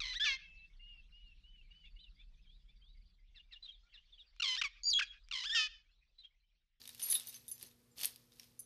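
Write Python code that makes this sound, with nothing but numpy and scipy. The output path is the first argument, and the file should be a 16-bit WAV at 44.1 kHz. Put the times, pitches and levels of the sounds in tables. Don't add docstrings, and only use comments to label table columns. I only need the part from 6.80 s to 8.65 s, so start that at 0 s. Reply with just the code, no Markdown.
import sys
import numpy as np
from scipy import signal
from scipy.fft import rfft, irfft
from scipy.io import wavfile

SR = 44100
rng = np.random.default_rng(int(sys.argv[2]) if len(sys.argv) > 2 else 0)


def wav_record(signal):
    frames = np.transpose(np.atleast_2d(signal))
    bounded = np.clip(frames, -1, 1)
    quanta = np.round(bounded * 32767).astype(np.int16)
    wavfile.write(sys.argv[1], SR, quanta)


def undo_db(level):
    steps = np.asarray(level, float) / 20
    return 10 ** steps


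N = 81585

# start in seconds, peak level in dB.
STRIKES = [
    [(0.1945, -49.5), (0.202, -64), (0.2169, -42.5), (0.2244, -39.5), (0.3002, -28), (0.3114, -29),
     (0.3227, -27), (0.34, -30), (0.3461, -29), (0.3545, -39.5), (0.372, -57), (0.3884, -65), (0.397, -53),
     (0.465, -51), (0.492, -52), (0.51, -68), (0.559, -53), (0.573, -60.5), (0.6814, -43), (0.694, -53),
     (0.7148, -35.5), (0.727, -61), (0.741, -63), (0.7891, -58.5), (0.8634, -56), (0.874, -75),
     (1.0326, -73), (1.7928, -42.5), (1.807, -53), (1.8254, -56.5)],
    [(0.2164, -43), (0.2249, -33), (0.2354, -33.5), (0.2474, -49), (0.2614, -44), (0.2844, -40.5),
     (0.3107, -34.5), (0.3244, -47), (0.3591, -38), (0.3655, -54), (0.3715, -54), (0.4585, -56),
     (0.4718, -50.5), (0.4928, -49.5), (0.512, -61), (0.6809, -46), (0.693, -61), (0.7143, -50),
     (0.721, -64), (1.7918, -47), (1.8, -65), (1.81, -60)],
    [(0.2245, -42.5), (0.2324, -37.5), (0.2425, -38), (0.2494, -39.5), (0.2675, -44), (0.2864, -35),
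     (0.3112, -40.5), (0.5482, -51), (0.64, -72), (0.6865, -49), (0.7143, -55), (0.7494, -56), (0.761, -75),
     (0.8639, -61), (0.883, -73)],
]
# start in seconds, peak level in dB.
MORE_STRIKES = [
    [(0.2304, -40), (0.247, -45), (0.2554, -34), (0.3107, -22.5), (0.3536, -25), (0.478, -50),
     (0.4845, -31), (0.5, -52), (0.5524, -67), (0.6944, -37), (0.7144, -40), (0.7394, -45), (0.7731, -58)],
    [(0.3012, -43.5), (0.309, -44), (0.3398, -46.5), (0.3516, -33.5), (0.358, -63), (0.3605, -33.5),
     (0.37, -47.5), (0.4733, -59), (0.486, -62.5), (0.494, -58), (0.511, -76), (0.6809, -55.5),
     (0.695, -70)],
    [(0.2274, -45), (0.239, -68), (0.2783, -54), (0.3004, -49), (0.3114, -41.5), (0.319, -71),
     (0.4708, -52.5), (0.481, -67), (0.491, -55.5), (0.5074, -62), (0.5496, -52), (0.572, -74),
     (0.592, -70), (0.6804, -59), (0.7143, -53), (0.7527, -73), (0.8609, -59.5), (0.873, -75),
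     (1.7918, -55), (1.7985, -59), (1.808, -74), (1.821, -64)],
    [(0.2385, -46), (0.261, -72), (0.3114, -41), (0.325, -52), (0.464, -65), (0.471, -61), (0.6815, -59.5),
     (0.7165, -50.5), (0.737, -70), (0.7505, -60), (1.114, -71), (1.7985, -61)],
]
# level in dB, T60 in seconds.
PART_MODES = [
    [(0, 0.1), (-11, 0.077), (-50.5, .05)],
    [(-1.5, 0.09), (-45.5, 0.027), (-13, 0.017)],
    [(-2, 0.27), (-4.5, 0.066)],
    [(0, 0.072), (-1, 0.065)],
    [(2, 0.086), (-5.5, 0.074), (-35, 0.028)],
    [(5, 0.045), (-10, 0.03)],
    [(1, 0.08), (-3, 0.056)],
]
PART_HZ = [
    [10826, 10776, 10695],
    [9203, 9320, 9250],
    [11392, 11455],
    [13890, 13925],
    [3745, 3590, 3885],
    [6188, 6110],
    [7192, 4895],
]
# time in seconds, level in dB.
FILM_WORK = [(0, -66), (.11, -64), (.17, -67.5), (.23, -54.5), (0.342, -50.5), (.43, -60.5), (.56, -65),
             (.64, -73), (.79, -70), (.83, -59.5), (.95, -80), (1.151, -86.5), (1.175, -57), (1.245, -47),
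             (1.31, -63), (1.49, -82), (1.623, -67.5), (1.76, -82.5)]
# frequency in Hz, level in dB.
FILM_SPECTRUM = [(200, -51.5), (500, -35.5), (1000, -25.5), (1300, -25.5), (4500, -2.5), (7700, -4.5),
                 (11400, -2), (14500, 8)]
# start in seconds, dull part in dB, bright part in dB, panel pitch in Hz.
CREASES = [(0.0165, -38, -59, 4700), (0.0385, -38.5, -51, 4100), (0.0552, -36, -45, 3640),
           (0.0609, -55.5, -66, 3820), (0.0762, -32, -33, 3760), (0.0919, -33, -40, 3750),
           (0.0953, -43, -54, 3780), (0.1034, -46.5, -50, 3660), (0.1477, -41, -40, 2800),
           (0.155, -51, -54, 3860), (0.1791, -44, -47, 3660), (0.1883, -55, -58, 4300),
           (0.1959, -33.5, -44, 3640), (0.1997, -33.5, -39, 2960), (0.2077, -52, -39, 3120),
           (0.2177, -32, -50, 2910), (0.301, -58, -26, 5950), (0.3115, -40, -44, 6000),
           (0.3232, -25.5, -22, 4260), (0.3262, -24, -40, 4650), (0.3285, -28.5, -50, 4440),
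           (0.3387, -49, -29, 3670), (0.3531, -27, -22, 3020), (0.398, -32.5, -28, 3970),
           (0.4083, -38, -56, 3480), (0.4612, -57, -57, 3950), (0.4655, -65, -61, 3860),
           (0.4714, -46, -35, 5960), (0.4775, -39, -49, 4400), (0.4935, -48, -44, 4900),
           (0.4955, -54, -42, 4800), (0.4993, -45, -53, 4950), (0.5275, -44, -43, 2800),
           (0.5313, -42.5, -48, 4050), (0.5363, -47, -52, 3750), (0.5425, -41, -44, 4720),
           (0.5444, -36.5, -42, 5000), (0.5598, -41, -48, 3530), (0.5658, -43.5, -52, 4300),
           (0.6673, -52, -53, 6000), (0.681, -48, -36.5, 3750), (0.7147, -43.5, -35.5, 6240)]
# start in seconds, dull part in dB, bright part in dB, panel pitch in Hz.
LATE_CREASES = [(0.7798, -48, -52, 6100), (0.7985, -47.5, -46, 5940), (0.8119, -39.5, -47, 4850),
                (0.816, -51.5, -48, 4870), (0.8228, -62, -47, 3800), (0.8279, -36, -33.5, 4320),
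                (0.9127, -48, -53.5, 3690), (1.1827, -44.5, -47, 4900), (1.1919, -35.5, -39.5, 3560),
                (1.2005, -36.5, -41, 3500), (1.2042, -38, -42, 5730), (1.2121, -31, -34, 4440),
                (1.2163, -37, -31, 2880), (1.2328, -22.5, -34, 4700), (1.2344, -26, -29, 4440),
                (1.2406, -32, -33, 3460), (1.2442, -51, -34, 3470), (1.2465, -22.5, -24, 4570),
                (1.2553, -37, -17, 3530), (1.2577, -39, -43, 3900), (1.2666, -42, -52, 4260),
                (1.2704, -48, -40, 4400), (1.277, -44, -48, 4500), (1.2809, -59, -56, 4050),
                (1.3602, -42.5, -41, 4770), (1.5205, -48.5, -59, 3760), (1.5295, -53, -63, 5060),
                (1.536, -55, -57, 5130), (1.559, -78, -56, 4970), (1.5715, -70, -71, 4600),
                (1.5972, -33.5, -45, 5510), (1.6078, -59, -69, 5370), (1.6259, -61, -64, 5370),
                (1.6325, -42.5, -58, 5180), (1.6422, -51, -55, 6400), (1.7922, -60, -44, 6300),
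                (1.7984, -73, -37, 6200), (1.8038, -62, -39, 6000), (1.8062, -70, -47, 6360)]
# start in seconds, peak level in dB.
PUSHES = [
    (0.322, -63.5),
    (0.826, -62.5),
    (1.172, -65.5),
    (1.223, -63.5),
    (1.249, -76),
]
# frequency in Hz, level in dB, T60 in seconds.
BENCH_MODES = [(128.2, 2, 0.052), (386, -1.0, 0.033)]
# multiple of the base frequency, rms level in dB.
HUM = [(1, -79.5), (2, -78), (4, -85.5)]
# frequency in Hz, level in dB.
AIR_SPECTRUM = [(15, -28), (45, -6.5), (120, -5.5), (200, -13.5), (520, -15), (620, -22.5), (4000, -29),
                (14500, -27.5)]


def coloured(x, points):
    hz, db = np.transpose(points)
    bins_hz = np.arange(N // 2 + 1) * SR / N
    gain = undo_db(np.interp(np.log(bins_hz + 1), np.log(hz), db))
    y = irfft(rfft(x) * gain, N)
    return y / np.std(y)


def clicks_at(s, heights):
    return np.bincount(np.clip((s * SR).astype(int), 0, N - 1), heights, minlength=N)


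def ring(clicks, hz, t60):
    r, w = undo_db(-60 / (t60 * SR)), 2 * np.pi * hz / SR
    return signal.lfilter([0, np.sin(w)], [1, -2 * r * np.cos(w), r * r], clicks + 1e-18)


def dying(clicks, t60):
    return signal.lfilter([1], [1, -undo_db(-60 / (t60 * SR))], clicks + 1e-18)


def band(x, low_hz, high_hz):
    return signal.sosfilt(signal.butter(2, [low_hz, high_hz], "band", fs=SR, output="sos"), x)


def background():
    hum_hz, air_db = 120, -74
    t = np.arange(N) / SR
    hum = sum(np.sqrt(2) * undo_db(db) * np.sin(2 * np.pi * (k * hum_hz * t + rng.random())) for k, db in HUM)
    return hum + undo_db(air_db) * coloured(rng.standard_normal(N), AIR_SPECTRUM)


def crinkle():
    creases_per_s, spread_db, level_db, cycles = 14000, 0.5, 4, 14.3
    s, db = np.transpose(FILM_WORK)
    sizes = undo_db(spread_db * np.minimum(rng.exponential(1, N), 4)) * rng.standard_normal(N)
    grains = sizes * (rng.random(N) < creases_per_s / SR)
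    pitches = np.geomspace(300, 14500, num=28)
    dealt = rng.integers(28, size=N)
    rings = sum(ring(grains * (dealt == k), hz, cycles / hz) for k, hz in enumerate(pitches))
    work = undo_db(np.interp(np.arange(N) / SR, s, db) + level_db)
    return work * coloured(rings, FILM_SPECTRUM)


def snaps():
    panel_db, panel_t60_s = -14, 0.026
    body_hz, body_ring_db, body_t60_s = 1797, -31.5, 0.029
    crack_db, snap_t60_s = 10.5, 0.0039
    settle_db, settle_t60_s = -12, 0.04
    s, dull_db, bright_db, panel_hz = np.transpose([*CREASES, *LATE_CREASES])
    out = np.zeros(N)
    for k, hz in enumerate(panel_hz):
        out += ring(clicks_at(s[[k]], undo_db(dull_db[[k]] + panel_db)), hz, panel_t60_s)
    out += ring(clicks_at(s, undo_db(dull_db + body_ring_db)), body_hz, body_t60_s)
    crack_bands = [(dull_db - 25, 600, 1150),
                   (dull_db - 5.5, 2300, 6500),
                   (bright_db + 1.5, 9300, 14500)]
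    for db, low_hz, high_hz in crack_bands:
        flips = clicks_at(s, undo_db(db))
        shape = dying(flips, snap_t60_s) + undo_db(settle_db) * dying(flips, settle_t60_s)
        crack = undo_db(crack_db) * flips + shape * rng.standard_normal(N)
        out += band(band(crack, low_hz, high_hz), 0.74 * low_hz, 1.185 * high_hz)
    return band(out, 390, 12800)


def steel():
    rattle_s, rattle_db, touch_spread = 0.005, -8.5, 0.3
    grip_left_db, grip_t60_s = -10.0, 0.012
    contact_s = 0.00042
    tick_db, tick_t60_s = -12, 0.0049
    span = SR // 4
    out = np.zeros(N + SR)
    span_s = np.arange(span) / SR
    onset = 1 - np.exp(-span_s / contact_s)
    for strikes, pitches, modes in zip([*STRIKES, *MORE_STRIKES], PART_HZ, PART_MODES):
        s, db = np.transpose(strikes)
        late = np.c_[0 * s, rng.uniform(.3, 1.6, (len(s), 4)).cumsum(axis=1) * rattle_s]
        levels = db[:, None] + np.r_[0, rattle_db - 1.5 * np.arange(4)]
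        free = np.diff(s, append=s[-1] + 1)[:, None]
        after = np.maximum(span_s - free, 0)
        choke = undo_db(grip_left_db) + (1 - undo_db(grip_left_db)) * undo_db(-60 * after / grip_t60_s)
        sound = np.zeros((len(s), span))
        rows, places = np.arange(len(s))[:, None], (late * SR).astype(int)
        for hz, (mode_db, t60) in zip(pitches, modes):
            force = 1 + touch_spread * rng.uniform(-1.32, 1, late.shape)
            clicks = np.zeros((len(s), span))
            clicks[rows, places] = undo_db(levels + mode_db) * force * (late < free)
            sound += ring(clicks, hz, t60)
        for start, row in zip((s * SR).astype(int), sound * choke * onset):
            out[start:start + span] += row
        out[:N] += undo_db(tick_db) * dying(clicks_at(s, undo_db(db)), tick_t60_s) * rng.standard_normal(N)
    return band(band(out[:N], 2200, 14000), 3200, 13000)


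def pushes():
    push_hz, push_s = 530, 0.018
    s, db = np.transpose(PUSHES)
    swell = dying(dying(clicks_at(s, undo_db(db)), 5.5 * push_s), push_s)
    shape = swell * 5.85 / (push_s * SR)
    knock = np.zeros(N)
    for hz, mode_db, t60 in BENCH_MODES:
        knock += ring(clicks_at(s + push_s / 10, undo_db(db + mode_db)), hz, t60)
    return band(knock, 60, 1000) + 7.9 * band(shape * rng.standard_normal(N), 87.7, push_hz)


def room(x):
    t60_s, wall_cut_hz = 0.23, 11800
    out = np.zeros(N)
    dull = np.exp(-2 * np.pi * wall_cut_hz / SR)
    lags = (rng.uniform(0.0049, .03, size=10) * SR).astype(int)
    for k, lag in enumerate(lags):
        loop, state = x.copy(), [0.]
        gain = undo_db(-60 * lag / SR / t60_s)
        for i in range(lag, N, lag):
            back, state = signal.lfilter([gain * (1 - dull)], [1, -dull], loop[i - lag:i], zi=state)
            loop[i:i + lag] += back[:N - i]
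        out += (loop - x) * (-1) ** k
    return out


def scene():
    room_db = -21
    bag = crinkle() + snaps() + steel()
    return (bag + undo_db(room_db) * room(bag) + pushes() + background())[None]


def roll_off(x):
    return signal.sosfilt(signal.butter(12, 15250, fs=SR, output="sos"), x)


def record(dry):
    notch_hz, notch_width_hz, notch_depth = 7445, 720, 0.46
    cutoff_hz = 14420
    b, a = signal.iirpeak(notch_hz, notch_hz / notch_width_hz, fs=SR)
    x = dry - notch_depth * signal.lfilter(b, a, dry)
    x = signal.sosfilt(signal.cheby2(10, 38, cutoff_hz, fs=SR, output="sos"), x)
    return roll_off(x)


dry = scene()
out = record(dry)
wav_record(out)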